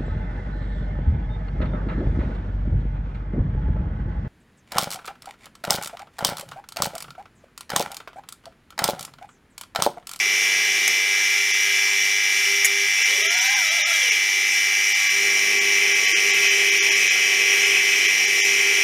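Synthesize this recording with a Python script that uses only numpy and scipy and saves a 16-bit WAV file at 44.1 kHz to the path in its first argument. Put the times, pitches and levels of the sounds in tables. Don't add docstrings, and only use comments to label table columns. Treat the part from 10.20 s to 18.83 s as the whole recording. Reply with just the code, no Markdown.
import sys
import numpy as np
from scipy import signal
from scipy.io import wavfile
from scipy.ndimage import uniform_filter1d

SR = 44100
rng = np.random.default_rng(int(sys.argv[2]) if len(sys.argv) > 2 else 0)


def file_out(sig):
    cols = np.atleast_2d(sig).T
    lim = np.clip(cols, -1, 1)
    pcm = np.round(lim * 32767).astype(np.int16)
    wavfile.write(sys.argv[1], SR, pcm)


def gain_from_db(level_db):
    decades = np.asarray(level_db, float) / 20
    return 10 ** decades


N = 380583
T = np.arange(N) / SR
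PULL_HZ = 99.73


def evened(x):
    return x / np.sqrt(np.mean(x ** 2) + 1e-20)


def read(points, hz):
    point_hz, value = np.transpose(points)
    return np.interp(np.log(hz + 1), np.log(point_hz + 1), value)


def curves(rows):
    start_s, *columns = np.transpose(rows)
    return [np.interp(T, start_s, column) for column in columns]


def drift(hz):
    knots = rng.standard_normal(900)
    return np.interp(T * hz, np.arange(900), knots) * 1.2


def gate(start, length, rise, fall):
    return np.clip(np.minimum((T - start) / rise, 1 + (start + length - T) / fall), 0, 1)


def arch(start, length, blunt):
    return np.sin(np.pi * np.clip((T - start) / length, 0, 1)).clip(0) ** blunt


def tone(hz, db, waver_db, waver_hz, wobble):
    phase = 2 * np.pi * (np.cumsum(hz * np.ones(N)) / SR + rng.random())
    phase = phase + wobble * drift(waver_hz)
    return np.sqrt(2) * gain_from_db(db + waver_db * drift(waver_hz)) * np.sin(phase)


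def bumps(modes, hz):
    return [(1 / (1 + (2 * (hz - mode_hz) / width_hz) ** 2), db) for mode_hz, width_hz, db in modes]


def bumps_db(modes, hz):
    return sum(bell * db for bell, db in bumps(modes, hz))


def noise(shape_db, patchy_db):
    hz = np.fft.rfftfreq(2048, 1 / SR)
    real, imaginary, patches = rng.standard_normal((N // 512 + 5, 1025, 3)).T
    patches = uniform_filter1d(patches, size=9, axis=0)
    patches = evened(uniform_filter1d(patches, size=6, axis=1))
    spectra = (real + 1j * imaginary) * gain_from_db(shape_db(hz)[:, None] + patchy_db * patches)
    return evened(signal.istft(spectra, nperseg=2048, noverlap=1536)[1][:N])


def gears(mesh_hz, table, moved):
    total = 0
    for multiple, *levels_db, change_db in table:
        for side, db in zip((0, -1, 1), levels_db):
            hz = multiple * mesh_hz + side * PULL_HZ
            total = total + tone(hz, db + change_db * moved, waver_db=0.34, waver_hz=9, wobble=0.22)
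    return total


# start_s, first_mesh_hz, table_moved (0-1, how far aside)
GEAR_SPEED = [(0, 583.3, 0), (2.5, 583.2, 0), (4.2, 583.2, .2), (4.7, 582.6, 1), (5.6, 582.5, 1),
              (6.5, 582.9, 1), (8.63, 583.1, 1)]
# multiple, level_db, side_below_db, side_above_db, change_db (once the table has moved)
FIRST_MESH = [(3, -55, -45, -40.5, 2.5), (4, -25, -33, -39, 1), (5, -39, -45, -72, 2),
              (6, -39, -53, -46, -5), (7, -47.5, -51, -63, 0.5), (8, -47.5, -55, -77, -5),
              (9, -37.5, -44, -51, 0), (10, -34.5, -50.5, -51, 0.5), (11, -78, -78, -64, -1),
              (13, -69, -53.5, -68, -5)]
SECOND_MESH = [(2, -52, -57.5, -75, 0.5), (3, -53.5, -63.5, -57.5, -3), (4, -43, -61, -45, -12),
               (5, -28.5, -33.5, -36, 0.5), (6, -48, -49, -43, 5.5), (7, -59, -42, -41.5, -2),
               (8, -41.5, -65, -47, -4.5), (9, -51, -52, -60, -9)]
# pitch_hz, level_db, change_db (once the table has moved)
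BEARING_TONES = [(1394, -53.0, 1.0), (1550, -58.0, -4.0), (2110, -40.0, 5.0), (2374, -41.0, -1.0),
                 (2584, -44.0, 1.0), (3401, -44.0, -10.0), (3784, -45.0, -2.0), (4533, -56.0, -2.0),
                 (4662, -54.0, 2.0), (4945, -47.0, 1.0), (5635, -42.0, 0.0), (5768, -44.0, 4.0),
                 (6130, -47.0, 2.0), (7480, -52.0, 3.0)]


def gear_whine():
    mesh_hz, moved = curves(GEAR_SPEED)
    second_hz = mesh_hz * .7065
    whine = gears(mesh_hz, FIRST_MESH, moved) + gears(second_hz, SECOND_MESH, moved)
    for hz, db, change_db in BEARING_TONES:
        whine += tone(hz, db + change_db * moved, waver_db=3.0, waver_hz=15, wobble=0.41)
    return whine


# pitch_hz, level_db (per Hz)
HEAD_ROAR = [(760, -47), (1300, -26), (1520, -25), (1620, -12), (1760, -13.5), (2020, 0), (2210, -10.5),
             (2280, -6), (2560, -6.5), (3400, -13.5), (4410, -21), (5780, -6.5), (8160, -24), (9250, -22),
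             (15800, -36)]
# pitch_hz, width_hz, level_db
COVERS = [(765, 54, 7.5), (1608, 120, 2.5), (2097, 360, -4), (3005, 240, 3.5), (5265, 160, 4),
          (5960, 220, 2.5), (9430, 540, 5), (12020, 1140, 5.5)]
# pitch_hz, width_hz, level_db
NEARBY_WALLS = [(1954, 120.0, 6.5), (1973, 150, -7), (3850, 250.0, -4.5), (4060, 100.0, 6.5), (4270, 52, 7),
                (4900, 450, 0.5), (4800, 150.0, 5), (4855, 150, -7), (5670, 290, 4), (5950, 230.0, -8),
                (6340, 680, 1), (7200, 260.0, -5), (8910, 64, 10), (9260, 190, 1.5), (9120, 680, -3),
                (9930, 40, 9.5), (10800, 830, -5), (10560, 114, 6.5), (12220, 160, 3.5), (13500, 210, 6),
                (14400, 81, 5), (13700, 180.0, 3.5), (14150.0, 100.0, 4.8), (14830.0, 370, 5)]


def head_roar():
    moved = curves(GEAR_SPEED)[1]
    strain = gain_from_db(-24.5) + gain_from_db(-42) * cranking() + gain_from_db(-47) * moved
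    grain_db = 1.7 * evened(uniform_filter1d(rng.standard_normal(1025), size=3))
    grain_db *= np.clip(np.linspace(-.6, 4, 1025), .25, 1)
    roar = noise(lambda hz: read(HEAD_ROAR, hz) + grain_db + bumps_db(COVERS + NEARBY_WALLS, hz),
                 patchy_db=1.03)
    pull = 2 * np.pi * PULL_HZ * T
    throb = 1 + 0.11 * np.cos(pull) + .08 * np.cos(3 * pull)
    return strain * gain_from_db(0.49 * drift(8)) * throb * roar


# pitch_hz, level_db (per Hz)
COLUMN = [(15, -66), (25, -35), (123, -17), (290, -18), (394, -4.5), (460, -18), (585, -15.5), (810, -7),
          (897, -7), (1220, -4.5), (1500, -6.5), (1950, -37), (3300, -120)]


def column_rumble():
    return gain_from_db(-45) * noise(lambda hz: read(COLUMN, hz) + bumps_db(COVERS, hz), patchy_db=1.9)


# pitch_hz, level_db (over load)
FEED_MOTOR = [(161.5, -5), (188.4, -0.5), (237.5, -.5), (1130, 10)]
# pitch_hz, level_db (over load)
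LEAD_SCREW = [(318.5, 1), (345, 4.5), (478, 7.5), (557, -3), (640.6, 4.5), (753.7, 6)]
# pitch_hz, level_db (per Hz)
FEED_GROWL = [(60, -36), (150, -24), (290, -21), (330, -3.5), (400, 7.5), (480, -1.5), (530, -8.5),
              (900, -8), (1400, -28.5)]
# start_s, length_s (motor runs)
FEED_ON = [
    (-.8, 1.53),
    (4.765, 5),
]
# growl_db, tones_db
FEED_LEVELS = [
    (-50, -61.5),
    (-45.5, -59.5),
]


def feed():
    motor, screw = [sum(tone(hz, db, waver_db=2.5, waver_hz=7, wobble=0.21) for hz, db in table)
                    for table in (FEED_MOTOR, LEAD_SCREW)]
    growl = noise(lambda hz: read(FEED_GROWL, hz), patchy_db=1.0)
    jolt = gain_from_db(-43.5) * arch(2.83, 0.31, 2)
    out = growl * (gain_from_db(-66.5) + jolt + gain_from_db(-63) * cranking())
    take_up_s, coast_s, run_up_s, run_down_s, clutch_s = .12, .1, .16, .45, .04
    for (start, length), (growl_db, tones_db) in zip(FEED_ON, FEED_LEVELS):
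        table = gate(start + take_up_s, length + coast_s - take_up_s, run_up_s, run_down_s) ** 2
        motor_on = gate(start, length, clutch_s, clutch_s)
        out = out + table * gain_from_db(growl_db) * growl
        out = out + gain_from_db(tones_db) * (table * screw + motor_on * motor)
    return out


# start_s, length_s, level_db
STEADY_HUMS = [
    (0.03, .8, -48.5),
    (.8, 1.45, -48),
    (2.25, .38, -39.5),
    (2.87, .21, -44),
    (3.92, .8, -50),
]
# start_s, length_s, top_db
HUM_SWELLS = [
    (4.91, .3, -38.5),
    (5.15, .78, -36.5),
    (5.84, 1.09, -35),
    (6.92, 1.0, -37),
    (7.94, 1.0, -36),
]


def hum():
    held = np.max([gain_from_db(db) * gate(start, length, .02, .09) for start, length, db in STEADY_HUMS], axis=0)
    swell = np.max([gain_from_db(db) * arch(start, length, .6) for start, length, db in HUM_SWELLS], axis=0)
    steady_tone = tone(399.6, 0, waver_db=-1.6, waver_hz=20, wobble=0.066)
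    feeding_tone = tone(4 * PULL_HZ, 0, waver_db=0.4, waver_hz=21.34, wobble=.12)
    return held * steady_tone + swell * feeding_tone


# start_s, level_db, fade_s (time to fall 60 dB), scrape_s (length of the scrape)
CHIP_SNAPS = [
    (.678, -15, .03, .001),
    (2.446, -15.5, .07, .009),
]
# pitch_hz, level_db (per Hz)
SNAP_COLOUR = [(300, -23), (1300, -18), (2200, 4.5), (4000, -19), (5800, -8), (6700, -7.5), (8000, -6),
               (12000, -7.5), (16000, -12)]


def chips():
    crack = noise(lambda hz: read(SNAP_COLOUR, hz), patchy_db=5.5)
    shape = np.zeros(N)
    for start, db, fade_s, scrape_s in CHIP_SNAPS:
        tail = gain_from_db(db - 60 * np.clip(T - start - scrape_s, 0, 1) / fade_s)
        shape += (T > start) * tail * np.clip((T - start) / 0.00047, 0, 1)
    return signal.sosfilt(signal.butter(2, 600, "high", fs=SR, output="sos"), crack * shape)


# start_s, pitch_hz, level_db, fade_s (time to fall 60 dB)
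KNOCK_TONES = [(5.922, 355, -22, .07), (5.922, 430, -26, .06), (2.4455, 2200, -10, .07),
               (2.446, 1900, -20, .04), (2.4468, 6600, -12, .05), (2.452, 7100, -14, .05),
               (.678, 2250, -25, .03), (.6783, 6400, -8, .016), (2.848, 2250, -17, .06),
               (2.89, 2950, -19, .05), (3.925, 2500, -15, .05)]


def knocks():
    total = np.zeros(N)
    for start, hz, db, fade_s in KNOCK_TONES:
        age = np.clip(T - start, 0, 1)
        build_up = np.sin(np.pi / 2 * np.clip(age * hz / 4, 0, 1)) ** 2
        total += gain_from_db(db - 60 * age / fade_s) * np.sin(2 * np.pi * hz * age) * build_up
    return total


# start_s, tooth_rate_hz
HAND_SPEED = [
    (2.76, 410),
    (2.95, 570),
    (3.06, 655),
    (3.33, 818),
    (3.55, 695),
    (3.72, 680),
    (3.93, 417),
    (3.98, 385),
]


def cranking():
    start, end = HAND_SPEED[0][0], HAND_SPEED[-1][0]
    return gate(start, end - start, .03, .01)


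# middle_s, half_length_s, speed_lost (share)
HAND_CATCHES = [
    (2.857, .045, .235),
    (2.995, .035, .13),
    (3.47, .1, .14),
    (3.625, .065, .125),
]
# multiple, level_db
LOW_TEETH = [(1, 0), (1.28, -10), (2, 2)]
HIGH_TEETH = [(3, -12), (4, -6), (5, -3), (6, 3), (7, -8), (8, -3), (12, -6), (15, -10), (19, -11)]
# pitch_hz, width_hz, level_db
SADDLE_RINGS = [(760, 640, -3), (417, 200, 8), (953, 65, 5), (1400, 400, 1.5), (2220, 200, 14),
                (2600, 120, 8), (2960, 130, 11), (3314, 170, 11), (3770, 200, 6), (6050, 800, 11),
                (8300, 1500, 0), (12200, 500, -5), (14500, 2000, 7)]


def crank():
    slowed = 1 - sum(lost * arch(middle - half, 2 * half, 2) for middle, half, lost in HAND_CATCHES)
    tooth_hz = curves(HAND_SPEED)[0] * slowed * (1 + .007 * drift(40))
    effort_db = -44 + 24 * np.log2(tooth_hz / 700)
    chatter_db = -43.5 + 1.5 * drift(14)
    orders = [(multiple, db + effort_db, .9) for multiple, db in LOW_TEETH]
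    orders += [(multiple, db + chatter_db, 1.1) for multiple, db in HIGH_TEETH]
    teeth = 0
    for multiple, db, wobble in orders:
        hz = multiple * tooth_hz
        ringing = sum(bell * gain_from_db(mode_db) for bell, mode_db in bumps(SADDLE_RINGS, hz))
        teeth = teeth + tone(hz, db, waver_db=3.3, waver_hz=80, wobble=wobble) * ringing
    return teeth * cranking()


# start_s, level_db
BITE = [
    (5.12, -43),
    (5.18, -34),
    (5.6, -27),
    (6.2, -25.5),
    (7.8, -23.8),
    (8.1, -27.5),
    (8.63, -24.5),
]
# pitch_hz, width_hz, level_db
BAR_RINGS = [(2543, 110, 6), (2985, 190, -5.5), (2148, 610, -5), (3177, 220, -5), (1730, 92, -30)]


def cutter():
    ring = noise(lambda hz: 20 * np.log10(sum(bell * gain_from_db(db) for bell, db in bumps(BAR_RINGS, hz))),
                 patchy_db=0.5)
    return gain_from_db(curves(BITE)[0] + 1.95 * drift(45)) * ring * (T > BITE[0][0])


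def scene():
    machine = gear_whine() + head_roar() + column_rumble() + feed() + hum()
    return np.tile(machine + chips() + knocks() + crank() + cutter(), (2, 1))


STARVED_EARLY = [62, 133, 142, 148, 150, 154, 157, 164, 183, 222, 229, 253]
STARVED_LATER = [269, 275, 287, 295, 305, 314, 316, 323, 349, 369, 378]
STARVED_TWICE = [144, 170, 278, 309, 385]
# pitch_hz, step_db
ROUNDING = [(100, -15), (1000, -14), (2500, -8), (5500, -10.5), (9000, -12), (15000, -21)]


def starved(x):
    frame_s = 1024 / 48000
    hop = round(frame_s * SR)
    n = np.arange(2 * hop) + .5
    k = np.arange(hop)[:, None] + .5
    window = np.sqrt(2 / hop) * np.sin(np.pi * n / (2 * hop))
    waves = window * np.cos(np.pi / hop * (n + hop / 2) * k)
    step = gain_from_db(read(ROUNDING, k * SR / (2 * hop)))
    frames = np.array(STARVED_EARLY + STARVED_LATER + STARVED_TWICE)
    middle = np.round((frames + .16) * frame_s * SR).astype(int)
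    middle = np.append(middle, middle[-len(STARVED_TWICE):] + hop)
    at = middle - hop + np.arange(2 * hop)[:, None]
    terms = waves @ x[at]
    rounded = np.sign(terms) * step * np.floor(abs(terms / step) ** .75 + .4) ** (4 / 3)
    out = x.copy()
    np.add.at(out, at, waves.T @ (rounded - terms))
    return out


def low_pass(x):
    return signal.sosfilt(signal.butter(12, 15910, fs=SR, output="sos"), x)


def record(dry):
    treble_cut = signal.firwin(801, 15740, window=("kaiser", 9), fs=SR)
    heard = signal.oaconvolve(starved(dry[0]), treble_cut, "same")
    return low_pass(np.tile(heard, (2, 1)))


dry = scene()
out = record(dry)
file_out(out)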